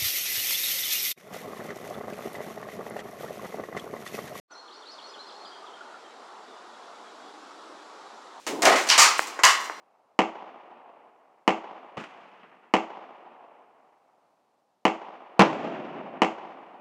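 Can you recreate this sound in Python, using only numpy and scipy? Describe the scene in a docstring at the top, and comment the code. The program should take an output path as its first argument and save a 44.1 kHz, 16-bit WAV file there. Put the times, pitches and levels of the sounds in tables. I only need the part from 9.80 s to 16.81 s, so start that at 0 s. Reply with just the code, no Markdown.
"""A heavy rifle fires once at the next bench, heard from under the timber roof of a forest range. A lighter
neighbour fires six times, alike at every shot, the first already dying away at the start; a third rifle thumps
once far down the line. Each blast bounces off bench, ground and roof, rings in the shelter and rolls away
through the pines. One microphone, overloaded by the close blasts; a light breeze fills the gaps."""
import sys
import numpy as np
from scipy import signal
from scipy.fft import rfft, irfft, next_fast_len
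from scipy.io import wavfile
from scipy.ndimage import uniform_filter1d

SR = 44100
rng = np.random.default_rng(int(sys.argv[2]) if len(sys.argv) > 2 else 0)


def pcm_store(signal):
    """Save signal as 16-bit PCM."""
    levels = np.round(np.clip(np.atleast_2d(signal), -1, 1) * 32767)
    wavfile.write(sys.argv[1], SR, levels.astype(np.int16).T)


N = 309050
TOP_HZ = 15700  # upper band limit


def near_rifle(start_s=5.5938):
    """The heavy bolt-action rifle at the next bench: deep and loud, with a long roll."""
    # colour under the roof and back from the trees: pitch_hz, level_db
    blast = [(40, -18), (90, -25), (150, -4), (210, 1), (400, -3), (750, -1), (1200, -5), (1600, -13),
             (2800, -14), (4000, -27), (6000, -31), (10000, -57), (15500, -72)]
    echo = [(40, -34), (90, -24), (150, -1), (300, 2), (480, -3), (680, 0), (1200, -10), (1550, -15),
            (2800, -17), (4000, -31), (7300, -37), (10000, -60), (15500, -79)]
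    # reflection trains: first_s, gap_s, widening, first_db, step_db, scatter_s, blurring, count
    short_paths = [dict(first_s=.003, gap_s=.0075, widening=1, first_db=15.5, step_db=0, scatter_s=.007, blurring=1.45, count=4)]  # bench, ground, roof
    long_paths = [dict(first_s=.135, gap_s=.115, widening=1.35, first_db=-4, step_db=-2, scatter_s=.06, blurring=1.5, count=3)]  # earth banks, tree line
    crack = under_roof(blast, short_paths, direct_db=15, shelter_db=19.2, ring_db=18.8)
    roll = from_woods(echo, long_paths, forest_db=5.9, rise_s=.035, clump_db=1.7)
    return delayed(crack + roll, start_s)


def neighbour_rifle():
    """A light, sharp rifle on a rest nearby: every shot takes the same paths."""
    # equally loud shots, the first already dying away at the start: start_s
    shots = [-1.2, .3906, 1.6779, 2.9387, 5.0526, 6.4191]
    # colour under the roof and back from the trees: pitch_hz, level_db
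    blast = [(40, -4), (120, -25), (200, -2), (330, -2), (600, -3), (880, 0), (1250, -9), (1550, -17),
             (2000, -11), (3000, -12), (3600, -30), (7200, -33), (10000, -58), (15500, -66)]
    echo = [(40, -26), (90, -32), (160, -16), (280, -7), (500, -6), (800, 1), (1200, -7), (1550, -16),
            (2900, -18), (3800, -30), (6800, -39), (10000, -61), (15500, -77)]
    # reflection trains: first_s, gap_s, widening, first_db, step_db, scatter_s, blurring, count
    short_paths = [dict(first_s=.001, gap_s=.0022, widening=1.82, first_db=7.5, step_db=-1.7, scatter_s=.003, blurring=1.18, count=5)]
    long_paths = [dict(first_s=.097, gap_s=.0677, widening=1, first_db=-15, step_db=-1.6, scatter_s=.08, blurring=.7, count=5)]
    crack = under_roof(blast, short_paths, direct_db=10, shelter_db=9.6, ring_db=7.9)
    roll = from_woods(echo, long_paths, forest_db=-5.4, rise_s=.025, clump_db=1.5)
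    return sum(delayed(crack + roll, start_s) for start_s in shots)


def far_rifle(start_s=2.1707):
    """A shot from far down the line: a dull thump, then brighter reflections."""
    # colour under the roof and back from the trees: pitch_hz, level_db
    blast = [(40, -10), (90, -7), (150, 5), (250, 5), (600, -4), (1200, -4), (1600, -15), (2800, -14),
             (3800, -27), (6800, -34), (10000, -50), (15500, -62)]
    echo = [(40, -18), (100, -18), (180, 0), (500, -3), (1200, 1), (1600, -3), (2800, -3), (3800, -17),
            (7000, -24), (10000, -39), (15500, -54)]
    # reflection trains: first_s, gap_s, widening, first_db, step_db, scatter_s, blurring, count
    short_paths = [dict(first_s=.001, gap_s=.005, widening=1, first_db=-10, step_db=4.5, scatter_s=.015, blurring=2, count=2)]
    long_paths = [dict(first_s=.003, gap_s=.025, widening=1.6, first_db=-11, step_db=-1.6, scatter_s=.45, blurring=.36, count=3),
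                  dict(first_s=.46, gap_s=.085, widening=1.4, first_db=-20, step_db=-2, scatter_s=.22, blurring=1, count=3)]
    crack = under_roof(blast, short_paths, direct_db=-14, shelter_db=-6, ring_db=-17)
    roll = from_woods(echo, long_paths, forest_db=-14, rise_s=.015, clump_db=2)
    return delayed(crack + roll, start_s)


def under_roof(colour, paths, direct_db, shelter_db, ring_db):
    """The crack at the microphone: shock front, first bounces, then the shelter's short reverberation."""
    # decay under the roof: pitch_hz, t60_s
    shelter_decay = [(60, .13), (200, .21), (900, .24), (2800, .25), (7000, .25), (14000, .22)]
    shock = amp(direct_db) * signal.unit_impulse(SR)
    reverb = amp(shelter_db) * evened(dying_noise(shelter_decay, size=SR), width_hz=70)
    crack = coloured(shock + bounces(paths) + reverb, colour)
    return delayed(crack + amp(ring_db) * shelter_ring(), 0)


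def shelter_ring(build_s=.007):
    """Standing waves between floor, benches and roof build up within a few crossings."""
    # standing waves: pitch_hz, level_db, t60_s
    modes = [(205, -1, .17), (268, -4, .18), (329, 3, .24), (408, -1, .22), (516, -7, .22), (580, -7, .22),
             (637, -6, .25), (757, -3, .22), (820, 0, .2), (908, 0, .22), (1008, -6, .22), (1175, -6, .25),
             (1579, -13, .22), (2738, -11, .22)]
    t = np.arange(SR) / SR
    ring = sum(amp(db - 60 * t / t60_s) * np.sin(2 * np.pi * (hz * t + rng.random()))
               for hz, db, t60_s in modes)
    return norm(ring * (1 - np.exp(-t / build_s)))


def from_woods(colour, paths, forest_db, rise_s, clump_db):
    """The roll of a shot: a few distinct echoes within the forest's long answer."""
    roll = amp(forest_db) * forest(rise_s, clump_db)
    echoes = delayed(bounces(paths), 0, size=len(roll))
    return delayed(coloured(roll + echoes, colour), 0)


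def forest(rise_s, clump_db, size=3 * SR):
    """Echoes off trunks swell as the blast reaches the tree line, and come back in clumps."""
    # decay among the pines: pitch_hz, t60_s
    forest_decay = [(100, 2), (250, 3), (800, 3.5), (2500, 2.9), (4500, 1.8), (7500, 1.2), (14000, .8)]
    t = np.arange(size) / SR
    clumps = amp(clump_db * (wobble(110, size) + .5 * wobble(14, size)))
    swell = 1 - np.exp(-t / rise_s)
    return norm(dying_noise(forest_decay, size) * clumps * swell)


def bounces(paths):
    """All the reflections of these trains, summed at the microphone."""
    return sum(amp(db) * bounce(delay_s, scatter_s)
               for train in paths for delay_s, db, scatter_s in echo_train(**train))


def echo_train(first_s, gap_s, widening, first_db, step_db, scatter_s, blurring, count):
    """Surfaces answer in turn; each multiplies the gap by widening and the scatter time by blurring."""
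    k = np.arange(count)
    gaps = gap_s * widening ** k
    delays = first_s + np.cumsum(gaps) - gaps
    return zip(delays, first_db + step_db * k, scatter_s * blurring ** k)


def bounce(delay_s, scatter_s, edge_at_1s_hz=1100, size=6144):
    """A rough surface returns a scattered copy of the blast; the longer its path, the duller."""
    decay = amp(-60 * np.arange(size) / SR / scatter_s)
    burst = evened(rng.standard_normal(size) * decay, width_hz=700)
    edge_hz = min(edge_at_1s_hz / abs(delay_s), TOP_HZ)
    air_loss = signal.butter(2, edge_hz, fs=SR, output="sos")
    return delayed(signal.sosfilt(air_loss, burst), delay_s, size=SR)


def dying_noise(decay, size):
    """Countless overlapping echoes; each pitch dies at its own speed."""
    hz, t, bands = signal.stft(rng.standard_normal(size), SR, nperseg=256)
    fade = amp(-60 * t / along(decay, hz)[:, None])
    return signal.istft(bands * fade, SR)[1][:size]


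def breeze(level_db=-74):
    """A light breeze in the pines over faint hiss, heard between shots."""
    # colour of the quiet woods: pitch_hz, level_db
    colour = [(30, -6), (80, -12), (150, -4), (400, -3), (750, 0), (1300, -12), (2000, -19), (4500, -20),
              (9000, -27), (15500, -35)]
    return amp(level_db + .7 * wobble(2)) * coloured(rng.standard_normal(N), colour)


def amp(db):
    """Decibels to gain."""
    return 10 ** (np.asarray(db) / 20)


def norm(x):
    """x with an energy of 1."""
    return x / np.sqrt(np.sum(x ** 2) + 1e-20)


def along(points, hz):
    """(pitch_hz, value) points read on a log axis."""
    pitches, values = np.transpose(points)
    return np.interp(np.log(hz + 1), np.log(pitches + 1), values)


def delayed(x, start_s, size=N):
    """x moved to start_s, then cut or padded to size samples."""
    start = round(start_s * SR)
    lead = max(start, 0)
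    x = x[max(-start, 0):][:size - lead]
    return np.pad(x, (lead, size - lead - len(x)))


def coloured(x, colour, size=4096):
    """x through a causal filter of unit energy with this spectrum."""
    gain = amp(along(colour, np.fft.rfftfreq(size, 1 / SR)))
    cepstrum = irfft(np.log(gain))
    # minimum phase: nothing sounds ahead of the attack
    cepstrum[1:size // 2] *= 2
    cepstrum[size // 2 + 1:] = 0
    response = norm(irfft(np.exp(rfft(cepstrum))))
    return signal.oaconvolve(x, response)[:len(x)]


def wobble(knots_per_s, size=N):
    """A random curve, straight between its knots."""
    knots = rng.standard_normal(size // 100)
    return np.interp(np.arange(size) * knots_per_s / SR, np.arange(len(knots)), knots)


def evened(x, width_hz):
    """x with equal energy in every band of this width; finer peaks and dips stay."""
    spectrum = rfft(x, 2 * len(x))
    width_bins = max(int(width_hz * 2 * len(x) / SR), 1)
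    power = np.abs(uniform_filter1d(np.abs(spectrum) ** 2, width_bins))
    return norm(irfft(spectrum / np.sqrt(power + 1e-12))[:len(x)])


def overloaded(x, ceiling, hardness):
    """Peaks flatten as they near the ceiling."""
    return x / (1 + np.abs(x / ceiling) ** hardness) ** (1 / hardness)


def scene():
    """Three firing points and the woods, in mono from under the roof."""
    return (neighbour_rifle() + far_rifle() + near_rifle() + breeze())[None]


def record(dry, low_cut_hz=135):
    """The microphone overloads; the recorder cuts the bass, caps the peaks and ends at its band limit."""
    heard = overloaded(dry, ceiling=.66, hardness=4)
    low_cut = signal.butter(2, low_cut_hz, "highpass", fs=SR, output="sos")
    capped = overloaded(signal.sosfilt(low_cut, heard), ceiling=.74, hardness=8)
    size = next_fast_len(N + SR)
    hz = np.fft.rfftfreq(size, 1 / SR)
    band_limit = 1 / np.sqrt(1 + (hz / TOP_HZ) ** 120)
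    return irfft(rfft(capped, size) * band_limit, size)[:, :N]


dry = scene()
out = record(dry)
pcm_store(out)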